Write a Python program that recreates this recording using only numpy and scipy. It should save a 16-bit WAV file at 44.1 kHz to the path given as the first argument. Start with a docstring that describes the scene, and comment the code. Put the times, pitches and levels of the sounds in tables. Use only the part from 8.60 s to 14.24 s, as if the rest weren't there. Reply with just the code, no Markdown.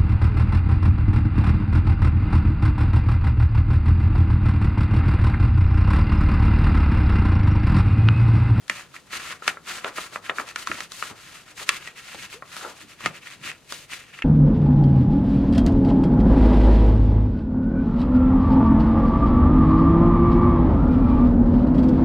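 """A hand works its way into a tight plastic laminating pocket lying on paper on a desk.
Every shove rubs skin and film together in a grainy hiss; the stiff film buckles with sharp snaps
and its slack parts flap. The hand bumps the desk, and a fingertip sticks and slips in one squeak.
The stereo microphone is close by on the desk, in a small quiet room with a short echo."""
import sys
import numpy as np
from scipy import signal
from scipy.fft import rfft, irfft, next_fast_len
from scipy.io import wavfile
from scipy.ndimage import uniform_filter1d, map_coordinates

SR = 44100
rng = np.random.default_rng(int(sys.argv[2]) if len(sys.argv) > 2 else 0)


def store_pcm(level_fs):
    """Save levels as 16-bit WAV."""
    pcm = np.round(np.clip(level_fs, -1, 1) * 32767).astype(np.int16)
    wavfile.write(sys.argv[1], SR, np.atleast_2d(pcm).T)


N = 248796

# resonances of the plastic film [f/Hz, width/Hz, level/dB]
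FILM_MODES = [(1050, 140, -4.5), (1392, 101, 3.5), (1540, 34, -28), (1698, 265, 2), (1980, 490, 6),
              (2326, 710, 4.5), (2666, 210, 5), (2870, 110, -2)]


def amp(db):
    """Decibels to gain."""
    return 10 ** (np.asarray(db) / 20)


def unit(x):
    """Scale to rms 1."""
    return x / np.sqrt(np.mean(x ** 2) + 1e-20)


def along(points, hz):
    """Read (f/Hz, value) points on a log frequency axis."""
    f, values = np.transpose(points)
    return np.interp(np.log(hz + 1), np.log(f + 1), values)


def curves(rows):
    """One value per sample for each column after the time."""
    times, *columns = np.transpose(rows)
    return [np.interp(np.arange(N) / SR, times, column) for column in columns]


def wobble(rate):
    """A smooth random curve, rate knots a second."""
    knots = rng.standard_normal(int(N * rate / SR) + 4)
    return map_coordinates(knots, [np.arange(N) * rate / SR])


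def filtered(x, response):
    """Filter x by a complex function of frequency."""
    n = x.shape[-1]
    padded = 2 * next_fast_len(n // 2 + SR // 20)
    return irfft(rfft(x, padded) * response(np.fft.rfftfreq(padded, 1 / SR)), padded)[..., :n]


def causal(gain):
    """The minimum-phase response that has this gain."""
    cepstrum = irfft(np.log(np.maximum(gain, 1e-6)))
    half = len(cepstrum) // 2
    return np.exp(rfft(np.r_[cepstrum[0], 2 * cepstrum[1:half], np.zeros(half)]))


def resonate(modes, hz):
    """Gain of (f/Hz, width/Hz, level/dB) resonances, summed with alternating signs."""
    return abs(sum((-1) ** k * amp(db) * 1j * hz * width / (f * f - hz * hz + 1j * hz * width)
                   for k, (f, width, db) in enumerate(modes)))


def add(track, s, sound):
    """Mix a sound into the track at time s."""
    start = max(round(s * SR), 0)
    part = track[..., start:start + sound.shape[-1]]
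    part += sound[..., :part.shape[-1]]


def stereo(pair):
    """Two unrelated signals become left and right: alike in the bass, less so in the treble."""
    # likeness of the two microphone channels [f/Hz, correlation]
    likeness = [(40, 0.82), (250, 0.72), (2000, 0.81), (4000, 0.49), (8000, 0.29), (13000, 0.13)]
    angle = lambda hz: np.arccos(along(likeness, hz)) / 2
    mid, side = filtered(pair, lambda hz: np.array([np.cos(angle(hz)), np.sin(angle(hz))]))
    return np.array([mid + side, mid - side])


def room(x, wet_db, tail_delay_s=.003, wall_delay_s=.0105, wall_db=-23.5):
    """The direct sound, its bounce off the nearest wall and the small room's diffuse echo."""
    # decay time of the room [f/Hz, t60/s]
    decay = [(150, 0.49), (600, 0.28), (2000, 0.11), (6000, 0.059), (14000, 0.04)]
    hz, t, noise = signal.stft(rng.standard_normal((2, 11000)), SR, nperseg=256)
    fading = noise * amp(-60 * t / along(decay, hz)[:, None])
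    tail = stereo(signal.istft(fading, SR, nperseg=256)[1])
    tail = np.pad(tail / np.linalg.norm(tail[0]), ((0, 0), (round(tail_delay_s * SR), 0)))
    out = amp(wet_db) * signal.fftconvolve(x.mean(0)[None], tail, axes=1)
    add(out, 0, x)
    add(out, wall_delay_s, amp(wall_db) * x)
    return out


def room_tone(db=-57):
    """The steady, low background of the quiet room."""
    # spectrum of the background [f/Hz, level/dB]
    spectrum = [(15, -53), (25, -17.5), (111, -7), (145, -4.5), (229, -11.5), (317, -10.5), (516, -13.5),
                (575, -16.5), (641, -16), (1740, -22.5), (1890, -34), (2280, -32), (11600, -36),
                (16000, -48)]
    noise = stereo(rng.standard_normal((2, N)))
    return amp(db) * unit(filtered(noise, lambda hz: amp(along(spectrum, hz))))


def shoving(attack_s=.021, release_s=.015, rest_rub_db=-63.5, rest_hiss_db=-64):
    """Rub level and hiss relative to it, in dB: each shove gathers speed, holds and runs out."""
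    # pushes of the hand [t/s, hold/s, level/dB, hiss re rub/dB, swell over the hold/dB]
    shoves = [(0.124, 0.094, -40.0, -6.5, -1.5), (0.356, 0.01, -43.5, -6, -3), (0.544, 0.024, -30, -7, 0.5),
              (0.601, 0.125, -35, -8, 2.5), (0.846, 0.049, -34.5, -7.5, 10.5),
              (1.097, 0.092, -35.5, -5, -6), (1.232, 0.051, -37.0, -9, 6), (1.377, 0.082, -37.8, -4, -4.5),
              (1.538, 0.021, -42, -4.5, 2), (1.657, 0.044, -41.5, -7.5, -1.5),
              (1.779, 0.031, -41, -3.5, 0.5), (1.879, 0.019, -42, -5.5, 5), (1.999, 0.026, -40.5, -1.9, -3),
              (2.08, 0.16, -40.5, -4, -1.5), (2.33, 0.082, -47.5, 2.5, 5.5),
              (2.427, 0.076, -41.5, -2.5, -2.5), (2.582, 0.16, -48, -4, 2),
              (2.756, 0.079, -48.5, -4.5, -11.5), (2.879, 0.027, -47.9, -6.5, 8),
              (2.985, 0.044, -40, -3, 4), (3.09, 0.078, -36.5, -5.5, 3.5), (3.197, 0.084, -42, -8, 5),
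              (3.386, 0.04, -43, -5.5, -7), (3.444, 0.11, -43.3, -5.4, 5.5), (3.585, 0.062, -39.5, -5, 2.5),
              (3.719, 0.023, -41.5, -5.5, 3), (3.874, 0.087, -46.5, -4, 15), (3.981, 0.13, -42.1, -4, -6),
              (4.165, 0.056, -47, -3.5, 4.5), (4.3, 0.036, -50.1, -5, -5), (4.417, 0.05, -36, -8.5, 8.5),
              (4.547, 0.018, -43, -7, 3.5), (4.642, 0.034, -42.6, -7.5, 7.5), (4.725, 0.01, -41, -6.5, -3),
              (4.851, 0.045, -34.5, -8, 2), (5.121, 0.12, -47, -0.3, -9), (5.329, 0.11, -44, -5, -15.5),
              (5.446, 0.052, -53, -8.5, 6), (5.546, 0.048, -44, -11, -0.5)]
    t = np.arange(N) / SR
    rub, hiss = np.zeros((2, N))
    for s, hold, db, hiss_db, swell_db in shoves:
        near = slice(*np.searchsorted(t, [s - .2, s + hold + .2]))
        age = t[near] - s
        # the hand breaks loose abruptly and runs out more slowly
        attack = np.maximum(-age / attack_s, 0) ** 2.7
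        release = np.maximum((age - hold) / release_s, 0) ** 1.69
        strength = amp(db + swell_db * (np.clip(age / hold, 0, 1) - .5)) / (1 + attack + release)
        rub[near] = np.maximum(rub[near], strength)
        hiss[near] = np.maximum(hiss[near], strength * amp(hiss_db))
    # it never comes fully to rest
    rub, hiss = np.hypot(rub, amp(rest_rub_db)), np.hypot(hiss, amp(rest_hiss_db))
    return 20 * np.log10(rub), 20 * np.log10(hiss / rub)


def slips(per_s, spread_db, smooth):
    """Tiny stick-slip releases of uneven size over smooth friction noise, rms 1."""
    sizes = amp(spread_db * np.minimum(rng.standard_normal((2, N)), 2))
    signs = rng.choice([-1, 1], (2, N))
    grains = unit(sizes * signs * (rng.random((2, N)) < per_s / SR))
    return unit(grains + smooth * rng.standard_normal((2, N)))


def rubbing(crackle_db=-10):
    """Skin slips on film and shakes its resonances; the finest slips hiss above them."""
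    # spectrum of the coarse friction [f/Hz, level/dB]
    rub_spectrum = [(40, -35), (150, -5.5), (500, -5), (850, -3), (1150, 0.5), (2000, 2.5), (2800, 2),
                    (3500, -1), (6000, -34), (16000, -84)]
    # spectrum of the fine friction [f/Hz, level/dB]
    hiss_spectrum = [(1500, -9.5), (2800, 0.5), (3800, 0.5), (4500, 0), (5150, -2), (5700, -4),
                     (6450, -1.5), (8200, -5.5), (10400, -9), (11300, -12), (12000, -13.5), (14500, -19),
                     (16000, -29)]
    # tension of the film around the hand [t/s, tautness 0-1]
    tension = [(0, 0.36), (1.2, 0.25), (2.4, 0.3), (2.75, 0.33), (3.6, 0.66), (4, 0.14), (4.3, 0.6),
               (5.6, .7)]
    rub_db, hiss_db = shoving()
    # creases catch and let go with a tiny crackle
    crackle = amp(crackle_db) * slips(per_s=55, spread_db=3, smooth=0)
    force = stereo(slips(per_s=600, spread_db=5, smooth=.7) + crackle)
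    film = lambda hz: causal(amp(along(rub_spectrum, hz)) * (.67 + resonate(FILM_MODES, hz)))
    body = filtered(force, film)
    # tauter film sounds higher
    taut = curves(tension)[0]
    high = filtered(body, lambda hz: along([(1400, .18), (2400, .71)], hz))
    body = unit((1 - taut) * (body - high) + taut * high)
    fine_force = stereo(slips(per_s=2200, spread_db=5.5, smooth=1.52) + .5 * crackle)
    hiss = unit(filtered(fine_force, lambda hz: amp(along(hiss_spectrum, hz))))
    # a smooth glide hisses more and higher than a catching one
    top = filtered(hiss, lambda hz: along([(6000, .25), (12000, .8)], hz))
    hiss += top * (amp(.5 * (hiss_db + 6)) - 1)
    judder = wobble(70)
    body *= amp(rub_db - 1.6 + 1.75 * judder)
    hiss *= amp(rub_db + hiss_db + 2.5 + .78 * judder + wobble(110))
    return room(body + hiss, wet_db=-11.5)[:, :N]


def buckle(ring_hz, knock_db, crack_db, tick_db, edge_hz, size=4096):
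    """One snap of energy 1: bending waves scatter across the film for a few milliseconds."""
    rise_s, scatter_t60_s, travel_s = .00019, .014, .000459
    t, hz = np.arange(size) / SR, np.fft.rfftfreq(size, 1 / SR)
    envelope = (1 - np.exp(-t / rise_s)) * amp(-60 * t / scatter_t60_s)
    waves = rfft(rng.standard_normal((2, size)) * envelope)
    # the release feeds all wavelengths evenly
    flatten = np.array([causal(abs(uniform_filter1d(abs(w) ** 2, size=45)) ** -.5) for w in waves])
    # long bending waves run slower: the delay goes as one over the root of frequency
    dispersion = np.exp(-4j * np.pi * travel_s * np.sqrt(ring_hz * hz))
    # [f/Hz, level/dB]; a harder tick reaches further into the treble
    colour = [(30, knock_db - 28), (160, knock_db - 4), (550, knock_db + 6.5), (820, knock_db + 2.5),
              (1100, -1), (1550, -1), (1850, crack_db), (edge_hz, crack_db - 3),
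              (1.21 * edge_hz, tick_db + 7), (7000, tick_db),
              (10000, 1.35 * tick_db - 3), (16000, 1.6 * tick_db - 25)]
    # the buckled patch rings at its own pitch, and the whole sheet adds its hollow colour
    patch_db = 6 / (1 + ((hz - ring_hz) / 170) ** 2)
    sheet_db = 4 * (resonate(FILM_MODES, hz) - .4)
    tone = causal(amp(along(colour, hz) + patch_db + sheet_db))
    snap = stereo(irfft(waves * flatten * dispersion * tone))
    return snap / np.sqrt(np.sum(snap ** 2) / 2)


def film_snaps(level_span_s=.0096, build_up_s=.0004):
    """The stiff film buckles close to the microphone, and each snap rings on in the room."""
    # buckles of the film; knock, crack and tick weight the lows, upper mids and treble
    # [t/s, level/dB, ring f/Hz, knock/dB, crack/dB, tick/dB, upper edge of the crack f/Hz]
    buckles = [(.0805, -43.5, 1830, -12, -2, -4, 2830), (.0974, -19, 1950, -10, 5.5, -10, 2730),
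               (.3412, -42.5, 1320, -28, -7, -19, 2800), (0.3635, -39, 1840, -36, 10, -14, 2670),
               (0.8219, -35.5, 1300, -6, -13, -30, 2400), (.878, -15.5, 1420, -7, 2, -9.5, 2860),
               (0.9705, -37, 1325, -9.5, -5, -47, 2360), (1.245, -25.5, 1300, -1, 1.5, -21, 3780),
               (1.3822, -28, 1300, -10, -15, -37, 2800), (1.5589, -26.5, 1190, -5.5, -3, -25.5, 2620),
               (1.6958, -21, 1910, -7.5, -3, -38, 3750), (1.784, -24.5, 1430, -22, -3, -31, 2470),
               (1.7971, -26.5, 1330, -9.5, -2, -24, 2350), (1.888, -38.5, 2450, -10, -2, -6, 2800),
               (1.9596, -25.5, 1360, -13.5, -0.5, -11.5, 2910),
               (2.0724, -24, 1070, -21.5, -10.5, -17, 3280), (2.1152, -23.5, 1400, -10, 1.5, -21, 2820),
               (2.205, -29.5, 1950, -12, 0, -9, 3200), (2.319, -35.5, 1320, -10, -7, -1, 2900),
               (2.425, -24.5, 1220, -13, -5.5, -24, 2870), (3.0909, -14, 2500, -17, 2, -6.5, 2650),
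               (3.2743, -34, 1990, -5, 7, -7, 2820), (3.5461, -39.5, 915, 3, -13, -10, 2800),
               (3.8232, -35.5, 1080, -7, -4, -29, 2250), (3.966, -36, 1320, -7.5, -13, -9, 2800),
               (4.012, -37, 1370, -18, -13, -22, 2800), (4.0484, -33, 1350, -7, -29, -32, 2800),
               (4.406, -39.5, 1320, -7.5, -7, -18, 2830), (4.4597, -18, 2100, -8.5, -3.5, -16.5, 2750),
               (4.6708, -39.5, 2080, -14, 8, -12, 2800), (4.9153, -36.5, 2680, -16, -1, -14, 2800),
               (5.1226, -30.5, 1330, -6.5, -9, -7, 2800), (5.5889, -37, 1930, -14, -1, -18, 2920),
               (5.6214, -26, 2650, -13, 5, -22, 3150)]
    out = np.zeros((2, N))
    for s, db, *tone in buckles:
        snap = amp(db) * np.sqrt(level_span_s * SR) * buckle(*tone)
        add(out, s - build_up_s, room(snap, wet_db=-12))
    return out


def soft_blow(track, s, db, rise_s, t60_s, low_hz, high_hz, steep, size=16384):
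    """Mix in a dull burst of noise that swells 10 dB per rise_s, peaks at time s and dies away."""
    t = (np.arange(size) - size // 4) / SR
    band = lambda hz: 1 / np.sqrt((1 + (low_hz / (hz + 1)) ** 10) * (1 + (hz / high_hz) ** steep))
    shake = unit(filtered(stereo(rng.standard_normal((2, size))), band))
    envelope = amp(db + np.minimum(10 * t / rise_s, -60 * t / t60_s))
    add(track, s + t[0], shake * envelope)


def desk_bumps(direct=.57, resonance_db=-1):
    """The hand bumps the desk, whose low resonances colour each thud."""
    # blows of the hand [t/s, level/dB, upper edge f/Hz, rise/s]
    bumps = [(.1, -46, 240, 0.004), (2.1, -34.5, 387, 0.0031), (2.51, -44, 190, .0074),
             (3.547, -44, 400, 0.0031), (3.62, -50.5, 220, 0.029), (4.24, -49, 330, 0.014),
             (4.462, -35, 240, 0.02), (4.86, -46.5, 240, .07)]
    # resonances of the desk [f/Hz, width/Hz, level/dB]
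    desk_modes = [(142, 36, -2), (188, 24, 0.5), (330, 44, 0.5)]
    thuds = np.zeros((2, N))
    for s, db, high_hz, rise_s in bumps:
        soft_blow(thuds, s, db, rise_s, t60_s=.19, low_hz=82, high_hz=high_hz, steep=5.7)
    return filtered(thuds, lambda hz: causal(direct + amp(resonance_db) * resonate(desk_modes, hz)))


def film_flaps():
    """Slack parts of the film flap with soft midrange bursts."""
    # flaps of the film [t/s, level/dB, rise/s, t60/s]
    flaps = [(.885, -43, 0.005, 0.21), (1.257, -29.5, 0.0037, 0.21), (1.385, -35, .006, .1),
             (1.525, -40.5, .005, .1), (1.705, -32.5, 0.0055, 0.15), (1.8, -30, 0.014, .15),
             (2.185, -43, .005, 0.15), (2.508, -40, 0.009, 0.21), (3.015, -39, .01, 0.1),
             (4.052, -35.5, .03, 0.32), (4.472, -32, 0.019, 0.061)]
    out = np.zeros((2, N))
    for s, db, rise_s, t60_s in flaps:
        soft_blow(out, s, db, rise_s, t60_s, low_hz=306, high_hz=1460, steep=13)
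    return out


def fingertip_squeak(jitter=.039, roughness=.41):
    """Nearly regular slips of a fingertip give a short, rough rising tone."""
    # course of the squeak [t/s, f/Hz, level/dB]
    glide = [(3.73, 380, -80), (3.745, 400, -44.5), (3.765, 444, -49.5), (3.78, 487, -52), (3.8, 520, -59),
             (3.81, 520, -85)]
    pitch_hz, db = curves(glide)
    phase = 2 * np.pi * np.cumsum(pitch_hz * (1 + jitter * wobble(200))) / SR
    tone = np.sin(phase) + .1 * np.sin(2 * phase)
    rough_tone = unit(tone * (1 + roughness * wobble(180)))
    t = np.arange(N) / SR
    return amp(db) * rough_tone * (t > glide[0][0]) * (t < glide[-1][0])


def scene():
    """Film, hand and desk close up, over the room's background."""
    return film_flaps() + desk_bumps() + rubbing() + film_snaps() + fingertip_squeak() + room_tone()


def record(dry, left_lead_s=.000018, ceiling=.9, top_hz=16000):
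    """The left microphone is slightly nearer and brighter; peaks clip, then the top is cut off."""
    # balance of the microphones [f/Hz, left minus right level/dB]
    balance = [(60, 2), (350, 0.1), (700, 2.5), (1300, 1.5), (2300, -0.9), (4400, 2.5), (8000, 4),
               (14000, 9)]
    sides = np.array([[.5], [-.5]])
    mics = lambda hz: amp(sides * along(balance, hz)) * np.exp(2j * np.pi * hz * left_lead_s * sides)
    clipped = np.clip(filtered(dry, mics), -ceiling, ceiling)
    return filtered(clipped, lambda hz: hz < top_hz)


dry = scene()
out = record(dry)
store_pcm(out)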